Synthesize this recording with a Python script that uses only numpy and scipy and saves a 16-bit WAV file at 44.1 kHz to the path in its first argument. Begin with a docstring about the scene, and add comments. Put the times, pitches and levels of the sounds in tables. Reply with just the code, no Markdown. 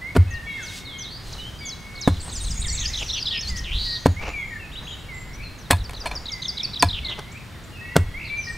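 """Chopping clay in a garden

A mattock chops six times into hard clay: shaped noise crunches, the stop slaps air and sets hole, steel
and ground modes ringing, and short grit bursts clink. Between blows crumbs patter and a sleeve rustles.
Birds sing gliding sines with trills, twittering close by and whistling farther off in more echo.
Behind them lie a faint outdoor hum, gusty wind and a low rumble after each blow, all filtered noise."""
import sys
import numpy as np
from scipy import signal
from scipy.fft import rfft, irfft, next_fast_len
from scipy.io import wavfile

SR = 44100
rng = np.random.default_rng(int(sys.argv[2]) if len(sys.argv) > 2 else 0)


def wav_record(signal):
    """Record a signal, one row per channel, as 16-bit PCM in the file named by sys.argv[1]."""
    frames = np.transpose(np.atleast_2d(signal))
    bounded = np.clip(frames, -1, 1)
    # unit amplitude maps onto the largest positive 16-bit level
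    quanta = np.round(bounded * 32767).astype(np.int16)
    wavfile.write(sys.argv[1], SR, quanta)


N = 377937

# Mattock blows: (blade stop [s], cutting time before it [s], thud drive [dB], slap level [dB],
# slap length [s], crunch level [dB], crunch tilt [dB/octave], blade drive [dB], ground drive [dB])
BLOWS = [(0.1645, 0.012, -9, -10.5, 0.0029, -4, -2, -32, 1.5),
         (2.076, 0.00071, -6.5, -3, 0.0015, -9, -1.5, -16, -8.5),
         (4.059, .004, -4.5, -0.5, 0.0022, -12, 0.5, -13, -6.5),
         (5.7077, 0.0043, -9.5, -3.5, 0.0013, -10, 2.5, -16, -7),
         (6.8276, 0.00097, -12.5, -5, 0.0018, -12.5, 2.5, -4.5, -9.5),
         (7.9644, 0.0082, -10, -2.5, 0.0016, -4, -0.5, -40, -7)]
EARS = np.array([[1], [-1]])   # opposite sign at the two ears


def from_db(db):
    """Decibels to amplitude ratio."""
    return 10 ** (np.asarray(db) / 20)


def rms_one(x):
    """Scale to rms 1."""
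    return x / np.sqrt(np.mean(x ** 2) + 1e-20)


def add(out, time_s, sound):
    """Mix a sound in at a given time, cut off at the end of the scene."""
    i = max(int(time_s * SR), 0)
    out[i:i + len(sound)] += sound[:max(N - i, 0)]


def drift(rate_hz, size):
    """Smooth random wander: Gaussian knots of spread 1 joined by straight lines."""
    knots = rng.standard_normal(int(size * rate_hz / SR) + 3)
    return np.interp(np.arange(size) * rate_hz / SR, np.arange(len(knots)), knots)


def colour(x, spectrum, tilt_db=0):
    """Filter to a spectrum, tilted per octave about 700 Hz (no further below 175 Hz); rms 1."""
    size = next_fast_len(len(x))
    octave = np.log2(np.maximum(np.fft.rfftfreq(size, 1 / SR), 1) / 700)
    hz, db = np.transpose(spectrum)
    shape_db = np.interp(octave, np.log2(hz / 700), db) + tilt_db * np.maximum(octave, -2)
    filtered = irfft(rfft(x, size) * from_db(shape_db), size)
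    return rms_one(filtered[:len(x)])


def noise(spectrum, size, tilt_db=0):
    """Coloured Gaussian noise of rms 1."""
    return colour(rng.standard_normal(size), spectrum, tilt_db)


def swells(rows):
    """Gain over time: each swell climbs to its peak and dies away, evenly in dB; the loudest wins."""
    range_db = 20.5   # gained over the rise, lost over the fall
    t = np.arange(N) / SR
    levels_db = []
    for peak_s, rise_s, fall_s, db in rows:
        before = (peak_s - t) / max(rise_s, .002)
        after = (t - peak_s) / max(fall_s, .002)
        levels_db.append(db - range_db * np.maximum(before, after))
    return from_db(np.max(levels_db, axis=0))


def ring(force, hz, t60_s):
    """Damped mode: a unit click sets a sine of height 1 ringing."""
    r, w = from_db(-60 / (t60_s * SR)), 2 * np.pi * hz / SR
    return signal.lfilter([0, np.sin(w)], [1, -2 * r * np.cos(w), r * r], force + 1e-18)


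def push(length_s):
    """Smooth force pulse of unit area."""
    pulse = np.hanning(max(int(length_s * SR), 3) + 2)
    return pulse / pulse.sum()


def slap(length_s):
    """Air squeezed out by the blade: one swing up and one down, of height 1."""
    swing = np.diff(push(length_s))
    return swing / swing.max()


def mattock(entry_db=-11, crunch_s=0.0049, settle_db=-24, settle_s=0.026, boom_delay_s=0.0081, boom_push_s=.011):
    """The blade shears clay, then stops dead; the stop drives air, hole, steel and ground."""
    # Steel meets grit: (time [s], level [dB], decay time [s], blade drive relative to scratch [dB])
    stones = [(0.151, -37.5, 0.0055, -21), (0.169, -23.5, 0.0028, -43), (2.0754, -26, 0.012, -46),
              (4.0662, -19.5, 0.0021, -34), (5.707, -29, 0.0023, -31), (5.7092, -3.5, 0.0032, -36.5),
              (5.7158, -9.5, 0.002, -39), (5.721, -16.5, 0.0021, -26), (5.730, -16.5, 0.00096, -24.5),
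              (5.769, -35, 0.0025, -36), (5.909, -30.5, 0.0023, -34), (5.895, -27.5, 0.0017, -36),
              (5.934, -33, 0.0026, -37), (6.058, -28.5, 0.011, -21.5), (6.071, -29.5, 0.0037, -23),
              (6.112, -37.5, 0.0047, -15), (6.8248, -6, 0.0023, -28), (6.833, -38, 0.0042, -29),
              (6.8456, -22, 0.0011, -36), (7.193, -31, 0.0015, -43), (7.966, -7, 0.0014, -48)]
    # Clay hole modes: (frequency [Hz], level [dB], t60 [s])
    clay_modes = [(169, -11, 0.14), (279, 0.5, 0.064), (418, -19.5, 0.017), (610, -24, 0.021),
                  (720, 2, 0.015)]
    # Head and handle modes: (frequency [Hz], level [dB], t60 [s])
    steel_modes = [(562, -10, .04), (700, -2.5, 0.057), (875, -3.5, 0.052), (994, 5.5, 0.036),
                   (1450, -38, .025), (1680, -3.5, 0.063), (2343, -1.5, 0.029), (2516, -6, 0.039),
                   (3590, -9, 0.064), (4243, -0.5, 0.054), (6530, -9, 0.036), (8750, -32, 0.018),
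                   (10170, -0.5, 0.017), (14200, -10, .025)]
    # Springy ground, two close modes: (frequency [Hz], t60 [s])
    ground_modes = [(83, 0.27), (97, 0.34)]
    # Shearing clay spectrum: (frequency [Hz], relative level [dB])
    crunch = [(60, -40), (150, 4.5), (280, 1), (420, -6), (700, -10.5), (1000, -12), (1500, -9),
              (2200, -23.5), (4000, -26), (8000, -34), (16000, -48)]
    # Grit scratch spectrum: (frequency [Hz], relative level [dB])
    grit = [(300, 15), (1000, 0), (2500, 7.5), (4000, 6.5), (6000, -8), (7200, 2), (8800, 3), (11500, -7.5),
            (14000, -8), (16000, -20)]

    direct, thud, knock, shove = np.zeros((4, N))
    t = np.arange(SR // 4) / SR
    for stop_s, cut_s, thud_db, slap_db, contact_s, crunch_db, tilt_db, ring_db, boom_db in BLOWS:
        since_stop = np.maximum(t - cut_s, 0)
        sinking = from_db(entry_db) * np.sqrt(2 * t / cut_s)   # resistance grows with depth
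        settling = np.exp(-since_stop / crunch_s) + from_db(settle_db) * np.exp(-since_stop / settle_s)
        shear = np.where(t < cut_s, sinking, settling)
        add(direct, stop_s - cut_s, from_db(crunch_db) * shear * noise(crunch, len(t), tilt_db))
        add(direct, stop_s, from_db(slap_db) * slap(contact_s))
        add(thud, stop_s, from_db(thud_db) * push(contact_s / 2))
        add(knock, stop_s, from_db(ring_db) * push(contact_s / 2))
        add(shove, stop_s + boom_delay_s, from_db(boom_db) * push(boom_push_s))
    for time_s, db, decay_s, ring_db in stones:
        scratch = from_db(db) * np.exp(-t / decay_s) * noise(grit, len(t))
        add(direct, time_s, scratch)
        add(knock, time_s, from_db(ring_db) * scratch)

    clay = sum(from_db(db) * ring(thud, hz, t60_s) for hz, db, t60_s in clay_modes)
    steel = sum((-1) ** k * from_db(db) * ring(knock, hz, t60_s)
                for k, (hz, db, t60_s) in enumerate(steel_modes))
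    # the ground modes start opposed, so the boom swells and then beats
    boom = sum((-1) ** k * ring(shove, hz, t60_s) for k, (hz, t60_s) in enumerate(ground_modes))
    return direct + clay + steel + boom


def grains(spectrum, per_s, spread_db):
    """Tiny contacts of uneven size at random moments; rms 1."""
    sizes = from_db(spread_db * np.minimum(rng.exponential(1, N), 4)) * rng.choice([-1, 1], N)
    hits = rng.random(N) < per_s / SR
    return colour(sizes * hits, spectrum)


def handling(cloth_db=9):
    """Crumbs patter back into the hole (random grains) while cloth rubs (noise)."""
    # Crumb spectrum: (frequency [Hz], relative level [dB])
    crumbs = [(150, 1.5), (400, 6), (900, 7.5), (1600, 0.5), (3000, -8), (6000, -9), (10000, -36),
              (16000, -32)]
    # Sleeve and glove spectrum: (frequency [Hz], relative level [dB])
    fabric = [(400, -25), (1500, -7), (3500, 7), (6000, 3), (9000, -3), (12000, -11.5), (16000, -14)]
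    # Soil sliding off the blade: (peak time [s], rise [s], fall [s], peak level [dB])
    spills = [(1.37, 0.095, 0.035, -41.5), (2.275, .04, 0.066, -38.5), (3.02, 0.024, 0.038, -34),
              (4.225, .03, 0.15, -33.5), (4.29, 0.11, 0.04, -30.5), (4.83, .06, .2, -45.5),
              (5.933, .01, 0.035, -40), (6.066, 0.073, 0.055, -35), (6.112, .01, 0.18, -35.5),
              (7.11, 0.067, 0.061, -37.5), (7.197, 0.029, 0.013, -30.5)]
    # Sleeve and glove rubs: (peak time [s], rise [s], fall [s], peak level before cloth_db [dB])
    rustles = [(.78, .3, 0.077, -46.5), (1.275, 0.097, 0.7, -53.5), (2.45, 0.99, .8, -53),
               (3.02, 1, 0.33, -51.5), (3.49, .08, .08, -48.5), (3.572, 0.027, 0.064, -46),
               (3.85, 0.35, 0.34, -52)]
    soil = swells(spills) * grains(crumbs, per_s=1000, spread_db=2.5)
    cloth = swells(rustles) * noise(fabric, N)
    return soil + from_db(cloth_db) * cloth


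def garden(x, wet_db, t60_s, width, early_db, early_s):
    """One quick echo of opposite sign at the two ears, and a longer tail scattered by walls and foliage."""
    t = np.arange(SR) / SR
    fade = from_db(-60 * t / t60_s) * (1 - np.exp(-t / 0.0024))
    fade = fade / np.linalg.norm(fade)
    mid, side = (signal.oaconvolve(x, rng.standard_normal(SR) * fade)[:N] for _ in range(2))
    early = np.interp(np.arange(N) - early_s * SR, np.arange(N), x)
    difference = from_db(wet_db) * width * side + from_db(early_db) * early
    return x + from_db(wet_db) * mid + difference * EARS


def call(shape, time_s, db, pitch=1, stretch=1):
    """The notes of one call, moved in time, level and pitch."""
    return [(time_s + at_s * stretch, length_s * stretch, start * pitch, middle * pitch, end * pitch,
             db + note_db, depth_hz)
            for at_s, length_s, start, middle, end, note_db, depth_hz in shape]


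def repeats(shape, rows):
    """The notes of a call every time it is sung."""
    return [note for row in rows for note in call(shape, *row)]


def glides(rows, bend):
    """Single notes that do a share (bend) of their log-pitch glide by the middle."""
    return [(time_s, length_s, start, start * (end / start) ** bend, end, db, 0)
            for time_s, length_s, start, end, db in rows]


def run_of_notes(course, gap_s, length_s, scatter, slope, depth_hz, uneven_db):
    """Notes of uneven length, slope and strength, scattered about a course of pitch and level."""
    times, hz, levels_db = np.transpose(course)
    chance = rng.uniform(-1, 1, (128, 5))
    notes = []
    for time_s, (late, high, long, steep, loud) in zip(np.arange(times[0], times[-1], gap_s), chance):
        pitch = np.interp(time_s, times, hz) * (1 + scatter * high)
        sag = slope * (.5 + steep)   # most notes fall
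        db = np.interp(time_s, times, levels_db) + uneven_db * loud
        notes.append((time_s + late * gap_s / 2, length_s * (1 + long / 2),
                      pitch * (1 + sag), pitch, pitch * (1 - sag), db, depth_hz))
    return notes


def song(notes, trill_hz, waver, flutter_db, edge, overtone_db):
    """Each note is one gliding whistle; a fast trill swings its pitch and loudness into a buzz."""
    out = np.zeros(N)
    for time_s, length_s, start_hz, middle_hz, end_hz, db, depth_hz in notes:
        size = int(length_s * SR)
        u = np.linspace(0, 1, size)
        curve = np.polyfit([0, .5, 1], np.log([start_hz, middle_hz, end_hz]), 2)
        glide_hz = np.exp(np.polyval(curve, u))
        beat = 2 * np.pi * np.cumsum(trill_hz * (1 + .15 * drift(100, size))) / SR
        swing_hz = depth_hz * (np.sin(beat) + .3 * drift(1200, size))
        phase = 2 * np.pi * np.cumsum(glide_hz * (1 + waver * drift(95, size)) + swing_hz) / SR
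        throb = 1 + np.clip(4 * depth_hz / middle_hz, 0, .8) * np.cos(beat)
        flutter = from_db(flutter_db * drift(140, size))
        swell = rms_one(signal.windows.tukey(size, np.clip(edge, .05, 1)) * throb * flutter)
        whistle = np.sin(phase) + from_db(overtone_db) * np.sin(2 * phase)
        add(out, time_s, from_db(db) * swell * whistle)
    return out


def birds(far_db=-2):
    """Quick twitterers close by, and slower whistlers deep in the garden's echo."""
    # Calls, note by note: (time into call [s], length [s], start [Hz], middle [Hz], end [Hz],
    # relative level [dB], trill depth [Hz])
    # short flicks, then a high falling note
    chirp = [(0, 0.0138, 4005, 4054, 4530, -3, 155), (.009, 0.0083, 4840, 4005, 3100, -4.5, 3),
             (.024, 0.0214, 3980, 3780, 3185, -2, 77), (.061, .028, 6030, 4910, 4690, 1, 0)]
    # high note that drops in two steps; columns as chirp
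    slur = [(0, 0.044, 6950, 5965, 6010, -1.5, 0), (.034, .056, 5950, 4100, 3700, -3, 0)]
    # quick dip, two lifts and a falling rasp; columns as chirp
    rasp = [(0, .018, 4429, 3950, 3360, 1, 121), (.017, .016, 3410, 3970, 4100, 0.48, 120),
            (.042, .02, 3244, 3600, 4100, -.5, 100), (.053, .06, 3550, 3087, 2770, -2, 372)]
    # buzz that sinks, climbs and arches over; columns as chirp
    buzz = [(0, .075, 3900, 2850, 2500, -5, 397), (.07, .09, 2600, 3430, 3790, 0.5, 410),
            (.135, .225, 3940, 4370, 3910, 1.5, 430)]
    # steep rise that tips over into a buzzing fall; columns as chirp
    hook = [(0, 0.022, 5000, 6100, 7500, 0, 0), (.022, 0.02, 7360, 6260, 5400, 0, 600)]
    # whistle that sags, then climbs with a quaver; columns as chirp
    swoop = [(0, .12, 2300, 2056, 2075, 4.5, -9), (.22, .15, 2120, 2253, 2590, -5.5, 75),
             (.315, .05, 2250, 2450, 2750, 3.5, 86)]
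    # long rounded dip that climbs back with a flutter; columns as chirp
    scoop = [(0, .14, 4650, 3400, 3250, -0.16, 8.6), (.137, .13, 3100, 3540, 4200, -.5, 130),
             (.257, .085, 4300, 4550, 4900, 0, 180)]
    # rising whistle that breaks into a trill; columns as chirp
    flourish = [(0, .06, 2034, 2225, 2420, 0, 0), (.05, 0.104, 2420, 2494, 2426, -2, 300)]
    # short note that leaps up and levels off; columns as chirp
    pip = [(0.0042, 0.037, 2400, 3560, 3400, 0, 0)]
    # four thin, quavering falls; columns as chirp
    warble = [(0, 0.071, 4500, 4200, 3540, -1, 300), (.13, 0.072, 6300, 6040, 5920, -1.5, 100),
              (.19, .065, 5600, 5250, 4370, 1, 550), (.248, .058, 8200, 8070, 7460, -10, 100)]

    # When each call is sung: (time [s], level [dB], pitch ratio [1], length ratio [1]), ratios optional
    chirp_times = [(1.952, -37.5, 1.07), (2.133, -41, 0.92), (2.289, -36, 1.02), (2.443, -32.5, 1.03),
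                   (2.617, -29, 0.94), (5.778, -39, 0.99), (5.94, -35, 1.01), (6.256, -28, 1.0),
                   (6.419, -24.5, 0.98), (6.57, -23.5, 0.97), (6.733, -25, 0.99)]
    # slurs: columns as chirp_times
    slur_times = [(0.302, -43, 1.02, 0.88), (.624, -36, 1.01, 0.98), (.982, -34.5, 1, 1.07),
                  (1.651, -31, 1.06, 1.05), (2.33, -35, 1, 1.08), (2.668, -36.5, 0.95, 1.25),
                  (5.578, -47, 1, 1.1)]
    # rasps: columns as chirp_times
    rasp_times = [(2.775, -29.5, 1.015, 0.83), (2.934, -27, 0.99, 0.92), (3.088, -26, 1.007, 1.0),
                  (3.254, -24, .96, 1.25), (6.886, -27, .98, 1.0), (7.046, -27.5, 1.02, .88)]
    # buzzes: (time [s], level [dB])
    buzz_times = [(3.635, -28)]
    # hooks: (time [s], level [dB], pitch ratio [1])
    hook_times = [(3.472, -38, 1.06), (3.558, -32, 0.9)]
    # swoops: (time [s], level [dB])
    swoop_times = [(5.08, -40.5), (6.292, -42.5), (7.025, -42)]
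    # scoops: (time [s], level [dB])
    scoop_times = [(.843, -37)]
    # flourishes: columns as chirp_times
    flourish_times = [(2.55, -45, 1.0, 0.76), (2.7, -39, .97, 0.77), (2.885, -40, .9, .6),
                      (4.162, -32.5, 1.0, 0.99), (8.138, -32, 0.98, 0.95)]
    # pips: columns as chirp_times
    pip_times = [(4.708, -40, 1.04, 1.1), (4.747, -33, 1.07, 1.2), (4.864, -36, 0.95, 0.79),
                 (4.898, -35.5, 1.04, 1.04), (7.314, -45, 2.09, 0.5), (7.634, -47, 2.1, 0.41)]
    # warbles: (time [s], level [dB])
    warble_times = [(8.24, -38)]

    # Quick single slides, close by: (time [s], length [s], start [Hz], end [Hz], level [dB])
    slides = [(1.325, 0.019, 7680, 3780, -36), (1.392, 0.032, 4340, 3600, -39),
              (2.008, .027, 7990, 4300, -32.5), (2.03, .07, 4330, 3450, -33.5),
              (2.853, .03, 4170, 6200, -25.5), (2.993, 0.023, 6000, 7300, -36.5),
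              (3.075, 0.016, 6550, 4160, -35), (3.132, .026, 5300, 6070, -28),
              (3.155, .045, 5870, 4180, -33), (3.208, 0.032, 6030, 4460, -28),
              (3.372, 0.041, 4830, 5480, -29.5), (3.408, 0.024, 7000, 4680, -31),
              (3.428, 0.045, 4500, 4090, -33), (3.465, 0.05, 3860, 5200, -30),
              (5.33, 0.036, 5280, 6120, -44.5), (6.15, .032, 6000, 4540, -29)]
    # Slow single whistles, farther off: (time [s], length [s], start [Hz], end [Hz], level before far_db [dB])
    whistles = [(.01, 0.11, 1970, 2240, -31), (.262, .14, 2495, 2880, -43.5),
                (.302, 0.13, 1894, 1820, -33.5), (.442, 0.23, 3354, 3280, -44.5),
                (.46, 0.14, 2280, 2100, -30.5), (.46, .21, 2800, 2600, -46.5),
                (.572, 0.07, 1950, 1400, -36), (.598, 0.463, 2210, 2145, -41.5),
                (1.375, 0.13, 2880, 3190, -36.5), (1.582, 0.08, 4900, 4600, -40.5),
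                (1.602, 0.11, 2273, 2183, -38), (1.802, 0.26, 2165, 2220, -40.5),
                (2.645, 0.036, 2310, 1730, -36), (2.802, 0.072, 2050, 1680, -40.5),
                (3.308, 0.11, 1915, 1793, -40), (3.492, .11, 2100, 1826, -36.5),
                (3.852, 0.126, 1915, 1856, -37.5), (4.33, 0.12, 2430, 2070, -27.5),
                (4.502, 0.077, 1930, 1730, -33.5), (5.43, .052, 4380, 4060, -40),
                (7.54, .035, 2110, 1840, -48), (7.752, 0.16, 2547, 2684, -41.5),
                (7.8, 0.18, 1877, 1970, -35.5), (7.84, 0.17, 2197, 2177, -40),
                (8.29, .13, 2313, 2370, -26.5), (8.468, 0.045, 1910, 1814, -30)]
    # Run of small near notes: (time [s], pitch [Hz], level [dB])
    chatter = [(2.2, 7750, -43), (2.62, 7710, -37), (2.76, 6490, -35), (2.92, 5500, -40), (3.05, 6200, -38),
               (3.2, 5010, -38), (3.38, 4630, -42)]
    # Two runs of thin far notes, each: (time [s], pitch [Hz], level before far_db [dB])
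    lisping = [
        [(3.8, 5550, -49), (4.25, 7130, -49), (4.65, 6670, -58.5), (5.0, 7470, -53.5), (5.18, 6800, -49)],
        [(5.98, 6100, -54), (6.27, 7050, -55), (6.4, 5950, -41), (6.47, 5950, -44)],
    ]
    # Run of faint, distant notes: (time [s], pitch [Hz], level before far_db [dB])
    murmur = [(.2, 3083, -51), (1.7, 3910, -45), (3.0, 2650, -56), (4.6, 2913, -41), (5.4, 2590, -57),
              (6.5, 2600, -67), (7.3, 3220, -52.5), (8.4, 2800, -49.5)]

    twitter = (repeats(chirp, chirp_times) + repeats(slur, slur_times) + repeats(rasp, rasp_times)
               + repeats(hook, hook_times) + glides(slides, bend=.68)
               + run_of_notes(chatter, gap_s=.015, length_s=.03, scatter=.16, slope=.06,
                              depth_hz=201, uneven_db=5))
    whistling = (repeats(swoop, swoop_times) + repeats(scoop, scoop_times)
                 + repeats(flourish, flourish_times) + repeats(pip, pip_times)
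                 + repeats(warble, warble_times) + glides(whistles, bend=.57)
                 + run_of_notes(murmur, gap_s=.24, length_s=.12, scatter=.18, slope=0.052,
                                depth_hz=30, uneven_db=7))
    for course in lisping:
        whistling += run_of_notes(course, gap_s=.11, length_s=0.076, scatter=0.068, slope=0.0253,
                                  depth_hz=88.5, uneven_db=6)

    near = song(twitter, trill_hz=229.4, waver=.01, flutter_db=3.5, edge=0.28, overtone_db=-32)
    near += song(repeats(buzz, buzz_times), trill_hz=177.6, waver=0.011, flutter_db=0.5, edge=.3,
                 overtone_db=-51)
    far = song(whistling, trill_hz=77.4, waver=0.0067, flutter_db=0.5, edge=0.23, overtone_db=-33)
    near_garden = garden(near, wet_db=-9, t60_s=0.55, width=0.31, early_db=-13, early_s=0.001206)
    far_garden = garden(far, wet_db=-2.5, t60_s=0.69, width=0.29, early_db=-10.5, early_s=0.002156)
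    return near_garden + from_db(far_db) * far_garden


def outdoors(air_db=-40, side_db=-3, wind_db=-1):
    """Distant hum, a little different in each ear; lumpy wind on the microphone, a rumble after each blow."""
    # Hum spectrum: (frequency [Hz], relative level [dB])
    air_spectrum = [(15, -40), (25, -4.5), (107, 1), (297, -12.5), (582, -18), (1850, -19), (2230, -21),
                    (2420, -23), (4150, -25), (5880, -31), (15500, -40)]
    # Difference between the ears: (frequency [Hz], level before side_db [dB])
    ear_difference = [(60, -8), (110, -11), (200, -3.5), (380, -2.5), (700, -11.5), (1290, -6),
                      (2380, -7.5), (4400, 0), (8120, -51), (15000, -5)]
    # Wind and rumble spectrum: (frequency [Hz], relative level [dB])
    wind_spectrum = [(20, -4.5), (48, 1.5), (75, -3), (130, -18), (200, -20.5), (320, -40), (700, -75)]
    # Gusts: (peak time [s], rise [s], fall [s], peak level before wind_db [dB])
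    gusts = [(1.26, 0.13, 0.99, -36), (2.55, 0.34, 0.79, -21.5), (3.51, 0.12, .5, -24),
             (3.75, 0.2, 0.28, -25), (4.34, 0.23, 0.26, -31), (4.7, 0.33, 1.3, -41),
             (5.44, 0.75, 0.18, -33.5), (6.15, 0.58, 0.29, -33.5), (8.03, 0.1, .5, -29),
             (8.57, 0.065, .2, -29.5)]
    hz, db = np.transpose(ear_difference)
    side_gain = from_db(side_db + np.interp(np.fft.rfftfreq(N, 1 / SR), hz, db))
    side = irfft(rfft(noise(air_spectrum, N)) * side_gain, N)
    air = noise(air_spectrum, N) + side * EARS
    rise_s, fall_s, rumble_db = 0.031, 0.39, -27.5   # rumble level before wind_db
    rumbles = [(stop_s + rise_s, rise_s, fall_s, rumble_db) for stop_s, *_ in BLOWS]
    wind = swells(gusts + rumbles) * noise(wind_spectrum, N)
    return from_db(air_db) * air + from_db(wind_db) * wind


def scene():
    """Digging right at the microphone, birds and air around it."""
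    digging = garden(mattock() + handling(), wet_db=-17.5, t60_s=0.2, width=0.043, early_db=-53, early_s=.002)
    return digging + birds() + outdoors()


def record(dry):
    """Peaks beyond full scale clip; a steep low-pass cuts the top."""
    cutoff_hz = 15700
    clipped = np.clip(dry, -1, 1)
    lowpass = signal.ellip(10, .05, 60, cutoff_hz, fs=SR, output="sos")
    return signal.sosfiltfilt(lowpass, clipped)


dry = scene()
out = record(dry)
wav_record(out)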